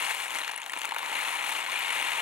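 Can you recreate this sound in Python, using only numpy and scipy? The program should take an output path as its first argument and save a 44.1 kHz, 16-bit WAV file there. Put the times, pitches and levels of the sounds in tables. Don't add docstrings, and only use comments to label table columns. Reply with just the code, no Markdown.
import sys
import numpy as np
from scipy import signal
from scipy.fft import rfft, irfft, next_fast_len
from scipy.io import wavfile
from scipy.ndimage import uniform_filter1d

SR = 44100
rng = np.random.default_rng(int(sys.argv[2]) if len(sys.argv) > 2 else 0)


def wrap_up_sound(samples):
    columns = np.atleast_2d(samples).T
    tamed = np.clip(columns, -1, 1)
    steps = np.round(tamed * 32767).astype(np.int16)
    wavfile.write(sys.argv[1], SR, steps)


N = 97637

# freq_hz, gain_db
HOLLOW_COLOUR = [(30, -44), (100, -36), (200, -28.5), (290, -21), (390, -21), (500, -15.5), (600, -14),
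                 (700, -10), (800, -4.5), (950, 0), (1150, -7), (1400, -5.5), (1900, -13.5), (4000, -39)]
CLATTER_COLOUR = [(40, -56), (400, -27), (1100, -6), (1450, -7.5), (1750, -1.5), (2000, -1), (2230, 2),
                  (2330, 0), (2440, 2), (2570, -3), (2780, 1), (3200, -6), (3700, -7), (3950, -13),
                  (4200, -8), (4700, -23), (6500, -16.5), (14000, -69.5)]
TICK_COLOUR = [(100, -70), (1500, -37), (4700, -4), (5400, -7.5), (6400, -3.5), (7300, -0.5), (8300, -1.5),
               (10300, 0), (12000, -4.5), (13300, -10), (14400, -22), (15700, -11)]
# low_hz, high_hz, t60_s, spread_db, stereo_scatter_rad, stream_trim_db, hit_trim_db
HOLLOW_MODES = (184, 1419, 0.015, 3.2, 0.075, 0.23, 1.1)
CLATTER_MODES = (1320, 4886, 0.0093, 1.06, 0.28, 0.16, 0.66)
TICK_MODES = (5000, 16000, .011, 2.7, 0.7, 0.37, 0.53)
REGISTERS = [(HOLLOW_COLOUR, HOLLOW_MODES), (CLATTER_COLOUR, CLATTER_MODES), (TICK_COLOUR, TICK_MODES)]


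def from_db(db):
    return 10 ** (np.asarray(db) / 20)


def per_sample(rows):
    time_s, *columns = np.transpose(rows)
    return [np.interp(np.arange(N) / SR, time_s, column) for column in columns]


def at_hz(points, hz):
    freq_hz, value = np.transpose(points)
    return np.interp(np.log(hz + 1), np.log(freq_hz + 1), value)


def response(colour, size=4096):
    gain_db = at_hz(colour, np.arange(size // 2 + 1) * SR / size)
    cepstrum = irfft(gain_db * np.log(10) / 20)
    cepstrum[1:size // 2] *= 2
    cepstrum[size // 2 + 1:] = 0
    return irfft(np.exp(rfft(cepstrum)))[None, :size // 2]


def convolve(x, impulse):
    return signal.fftconvolve(x, impulse, axes=-1)[:, :x.shape[1]]


def mix_in(out, start_s, sound):
    i = int(np.clip(start_s * SR, 0, N - 1))
    out[:, i:i + sound.shape[1]] += sound[:, :N - i]


def outdoor_air(level_db=-102):
    colour = [(20, -1), (60, -14), (200, 0), (1000, -3), (16000, -40.5)]  # freq_hz, gain_db
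    noise = convolve(rng.standard_normal((2, N)), response(colour))
    return from_db(level_db) * noise / np.sqrt(np.mean(noise[0] ** 2))


def shade_right(x):
    # freq_hz, loss_db
    loss = [(60, 3.9), (110, 0.9), (200, 1), (380, 0.5), (700, 2.7), (1290, 4.2), (2380, 7), (4400, 7.3),
            (8120, 12.3), (15000, 10.3)]
    # freq_hz, lag_rad (negative leads)
    lag = [(0, -0.26), (600, -1.17), (1210, -1.38), (3700, -0.89), (4900, -2.08), (6400, -.5),
           (10200, -0.62), (15000, -1.1)]
    size = next_fast_len(N + SR // 10)
    hz = np.arange(size // 2 + 1) * SR / size
    shade = from_db(-at_hz(loss, hz)) * np.exp(-1j * np.interp(hz, *np.transpose(lag)))
    return np.array([x[0], irfft(rfft(x[1], size) * shade, size)[:N]])


def with_cup_tail(x, band_hz, scatter, t60_s=0.042, gain_db=-7, width=0.36):
    decay = from_db(-60 / (t60_s * SR)) ** 2
    power = signal.lfilter([1 - decay], [1, -decay], x[0] ** 2 + 1e-18)
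    mid, side = rng.standard_normal((2, x.shape[1]))
    spray = mid + 2 * width * scatter * side * np.array([[1], [-1]])
    return x + from_db(gain_db) * np.sqrt(power * SR / 2 / band_hz) * spray


def mode_clusters(strikes, t60_s, rise_s, spread, size=4096, count=5):
    out, t = np.zeros((2, N)), np.arange(size) / SR
    envelope = from_db(-60 * t / t60_s) * (1 - np.exp(-t / rise_s))
    for start_s, pitch_hz, peak_db in strikes:
        modes_hz = pitch_hz * (1 + spread * rng.uniform(-1.15, 1, (count, 1)))
        tone = envelope * np.sin(2 * np.pi * (modes_hz * t + rng.random((count, 1)))).sum(axis=0)
        mix_in(out, start_s, from_db(peak_db) * tone[None] / np.abs(tone).max())
    return out


def piece_pings():
    # start_s, pitch_hz, peak_db
    strikes = [(0.5612, 10000, -19.5), (0.575, 10100, -31), (0.6014, 10140, -32), (0.7195, 10400, -33),
               (0.7875, 10000, -26.5), (.876, 10100, -35), (1.792, 12100, -27.5), (1.925, 10110, -24),
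               (1.949, 10900, -28), (2.025, 9304, -31)]
    return mode_clusters(strikes, t60_s=0.0075, rise_s=0.00098, spread=0.034)


def cup_clinks():
    # start_s, pitch_hz, peak_db
    strikes = [(.078, 883, -31.5), (.094, 2140, -28), (.104, 1970, -29), (.106, 876, -27.5),
               (1.119, 900, -28.5), (1.18, 2067, -26.5), (1.187, 2240, -27), (1.282, 3487, -27),
               (1.303, 920, -33), (1.339, 928.5, -28.5), (1.36, 835, -29.5), (1.487, 2230, -28),
               (1.565, 2239, -22.5), (1.684, 1037, -28.5), (1.754, 2347, -23), (1.8935, 2230, -22.5),
               (1.977, 2858, -27), (2.054, 2410, -38), (2.076, 2368, -29), (2.187, 2423, -29)]
    return mode_clusters(strikes, t60_s=0.042, rise_s=0.0013, spread=0.03)


def hard_landings(crunch_s=0.00035, ring_db=-2, mean_s=0.004, size=1536, count=8):
    # (energy spread over mean_s, before trim)
    landings = [(.0995, 0.0012, -38, -34, -40), (.11, 0.0012, -34.5, -26.5, -44.5),
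                (0.2016, 0.0017, -51, -30.5, -38), (.3061, 0.00096, -43, -32.5, -34.5),
                (0.3488, 0.00069, -48, -30, -34), (0.3545, 0.00055, -39, -28.5, -37),
                (0.3734, .001, -53, -32, -43), (0.3867, .0015, -44, -30, -33), (.4163, .001, -37, -29, -50),
                (0.4357, .001, -56, -30.5, -49), (0.4467, 0.0012, -51, -29.5, -47),
                (0.4787, .0016, -48, -27, -35.5), (0.49, 0.0021, -51, -29.5, -50),
                (0.495, .0011, -30.5, -33, -48.5), (.5131, 0.0012, -38, -31.5, -45),
                (0.517, .0012, -38, -37, -37), (.5354, 0.0018, -37, -40, -51),
                (0.5424, 0.0011, -48, -35.5, -44), (.578, 0.00051, -45, -33, -36),
                (0.585, .0015, -50, -35, -59), (.618, 0.0012, -51, -33, -40),
                (0.6314, .0006, -52, -34.5, -53), (0.6404, 0.00075, -54, -38, -45),
                (.663, 0.0013, -35.5, -33.5, -39), (0.682, 0.0012, -40, -53, -45),
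                (0.6966, 0.001, -43, -28.5, -39), (0.705, 0.0009, -45, -37, -45),
                (0.7212, 0.0014, -42.5, -42, -41), (.7343, 0.00058, -40, -31, -37.5),
                (.7364, 0.00065, -32.5, -30, -42), (0.757, 0.00072, -46, -38, -48),
                (.764, 0.00082, -33, -31.5, -56), (0.774, 0.00038, -34, -30.5, -38),
                (0.7928, 0.00093, -35, -32, -39), (0.8088, .0004, -49, -38, -40),
                (0.817, 0.00064, -38, -28.5, -34), (0.8331, 0.00098, -46, -37, -42),
                (.843, 0.0011, -33, -29, -52), (.848, 0.0014, -31.5, -30, -39),
                (0.8539, .0009, -34.5, -27, -31), (0.8914, 0.00053, -46, -32.5, -39),
                (0.9105, 0.0009, -42, -30, -47), (0.9211, .001, -25.5, -33.5, -42),
                (0.9457, .001, -39, -34, -39), (0.9634, 0.00074, -26, -34, -46),
                (0.9846, 0.0011, -40, -29.5, -35), (0.9914, 0.00074, -37, -35, -40),
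                (1.0145, 0.00091, -38, -43, -52), (1.03, 0.00084, -32.5, -35, -47),
                (1.047, 0.0004, -51, -32, -48), (1.061, 0.00057, -50, -31, -44),
                (1.1539, 0.00075, -34, -27.5, -37), (1.2588, 0.00092, -33, -40, -44),
                (1.284, .001, -32.5, -31, -38), (1.4925, .0016, -33, -37, -36),
                (1.525, 0.00037, -41, -43, -39), (1.5706, 0.0009, -46, -36, -37),
                (1.6636, 0.00071, -44, -29.5, -41), (1.7188, 0.00091, -44, -31, -38)]
    touch_db = (-6, 4.5, -4)
    blows_s, gaps_s, *register_db = np.transpose(landings)
    low_cut = signal.butter(2, 208, "high", fs=SR, output="sos")
    out, t = np.zeros((2, N)), np.arange(size) / SR
    for (colour, modes), levels_db in zip(REGISTERS, register_db):
        low_hz, high_hz, t60_s, _, scatter, _, trim_db = modes
        body, band_hz = response(colour), high_hz - low_hz
        for blow_s, gap_s, level_db in zip(blows_s, gaps_s, levels_db):
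            touches = np.zeros((2, size))
            touches[:, (np.arange(3) * gap_s * SR).astype(int)] = from_db(touch_db)
            crunch = rng.standard_normal(size) * np.exp(-t / crunch_s)
            clicks = convolve(touches, (crunch / np.linalg.norm(crunch) + (t == 0))[None])
            modes_hz = low_hz + band_hz * (np.arange(count) + rng.random(count)) / count
            ring = rng.standard_normal(count) @ np.sin(2 * np.pi * modes_hz[:, None] * t)
            ring *= from_db(-60 * t / t60_s)
            ring *= from_db(ring_db) * np.sqrt(2 * band_hz / SR / np.sum(ring ** 2))
            knock = with_cup_tail(clicks, SR / 2, scatter) + convolve(clicks, ring[None])
            knock = signal.sosfilt(low_cut, convolve(knock, body))
            knock *= np.sqrt(mean_s * SR / np.sum(knock[0] ** 2))
            mix_in(out, blow_s - gap_s, knock * from_db(level_db + trim_db))
    return out


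def contact_ringing(times_s, sizes, modes, per_contact=4, mode_count=40):
    low_hz, high_hz, t60_s, spread_db, scatter = modes[:5]
    shape = (len(times_s), per_contact)
    struck_mode = (rng.random(shape) * mode_count).astype(int)
    strength, phase, lean = rng.standard_normal((3, *shape))
    left = sizes[:, None] * from_db(spread_db * np.clip(strength, -2, 2)) * rng.choice([-1, 1], shape)
    right = left * np.exp(scatter * (1j * phase + (lean - scatter / 2) / 2))
    onsets = np.clip((times_s * SR).astype(int), 0, N - 1)[:, None] + np.zeros(per_contact, int)
    out = np.zeros((2, N))
    for k, hz in enumerate(np.linspace(low_hz, high_hz, mode_count)):
        clicks, struck = np.full((2, N), 1e-18, complex), struck_mode == k
        np.add.at(clicks[0], onsets[struck], left[struck])
        np.add.at(clicks[1], onsets[struck], right[struck])
        pole = from_db(-60 / (t60_s * SR)) * np.exp(2j * np.pi * hz / SR)
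        out += signal.lfilter([1], [1, -pole], clicks).imag
    return out


def macaroni_stream(count=8000, size_spread_db=2.5, window=1764):
    # time_s, contacts_per_s
    flow = [(0, 2600), (.3, 1890), (.55, 1000), (.9, 1122), (1.15, 2300), (2.2, 2594)]
    # time_s, hollow_db, clatter_db, tick_db
    levels = [(0, -34, -28.5, -36), (0.11, -39, -30, -36), (0.18, -38.5, -34, -39.5),
              (0.24, -39.5, -32, -38), (0.29, -40, -36, -43.5), (0.36, -37, -31.5, -39),
              (0.45, -42, -36.5, -45), (0.56, -44, -39, -52), (0.66, -44.5, -43, -51),
              (0.8, -43.5, -38.5, -46.5), (0.88, -42, -37.5, -48.5), (0.98, -42, -36.5, -48.5),
              (1.08, -37, -34, -42), (1.17, -36.5, -29.5, -39.5), (1.3, -35.5, -31, -38),
              (1.41, -37, -30.5, -41), (1.49, -35.5, -30.5, -37), (1.61, -37, -31, -40.5),
              (1.665, -40, -34.5, -44.5), (1.73, -37.5, -29.5, -39.5), (1.83, -37.5, -29.5, -40),
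              (1.97, -35.5, -28, -38), (2.21, -35.5, -29, -39)]
    contacts_per_s, = per_sample(flow)
    arrivals = np.cumsum(rng.exponential(1, count))
    times_s = np.interp(arrivals, np.cumsum(contacts_per_s) / SR, np.arange(N) / SR)
    sizes = from_db(size_spread_db * np.clip(rng.standard_normal(count), -2, 2))
    sizes *= times_s < (N - 1) / SR
    out = np.zeros((2, N))
    for (colour, modes), level_db in zip(REGISTERS, per_sample(levels)):
        low_hz, high_hz, _, _, scatter, trim_db, _ = modes
        ringing = contact_ringing(times_s, sizes, modes)
        rattle = convolve(with_cup_tail(ringing, high_hz - low_hz, scatter), response(colour))
        power = uniform_filter1d(uniform_filter1d(rattle[0] ** 2, window), window // 2)
        out += rattle / np.sqrt(np.abs(power) + 1e-12) * from_db(level_db + trim_db)
    return out


def scene():
    pour = piece_pings() + cup_clinks() + hard_landings() + macaroni_stream()
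    return outdoor_air() + shade_right(pour)


def record(dry):
    cutoff_hz = 15800
    return signal.sosfilt(signal.ellip(12, .2, 80, cutoff_hz, fs=SR, output="sos"), dry)


dry = scene()
out = record(dry)
wrap_up_sound(out)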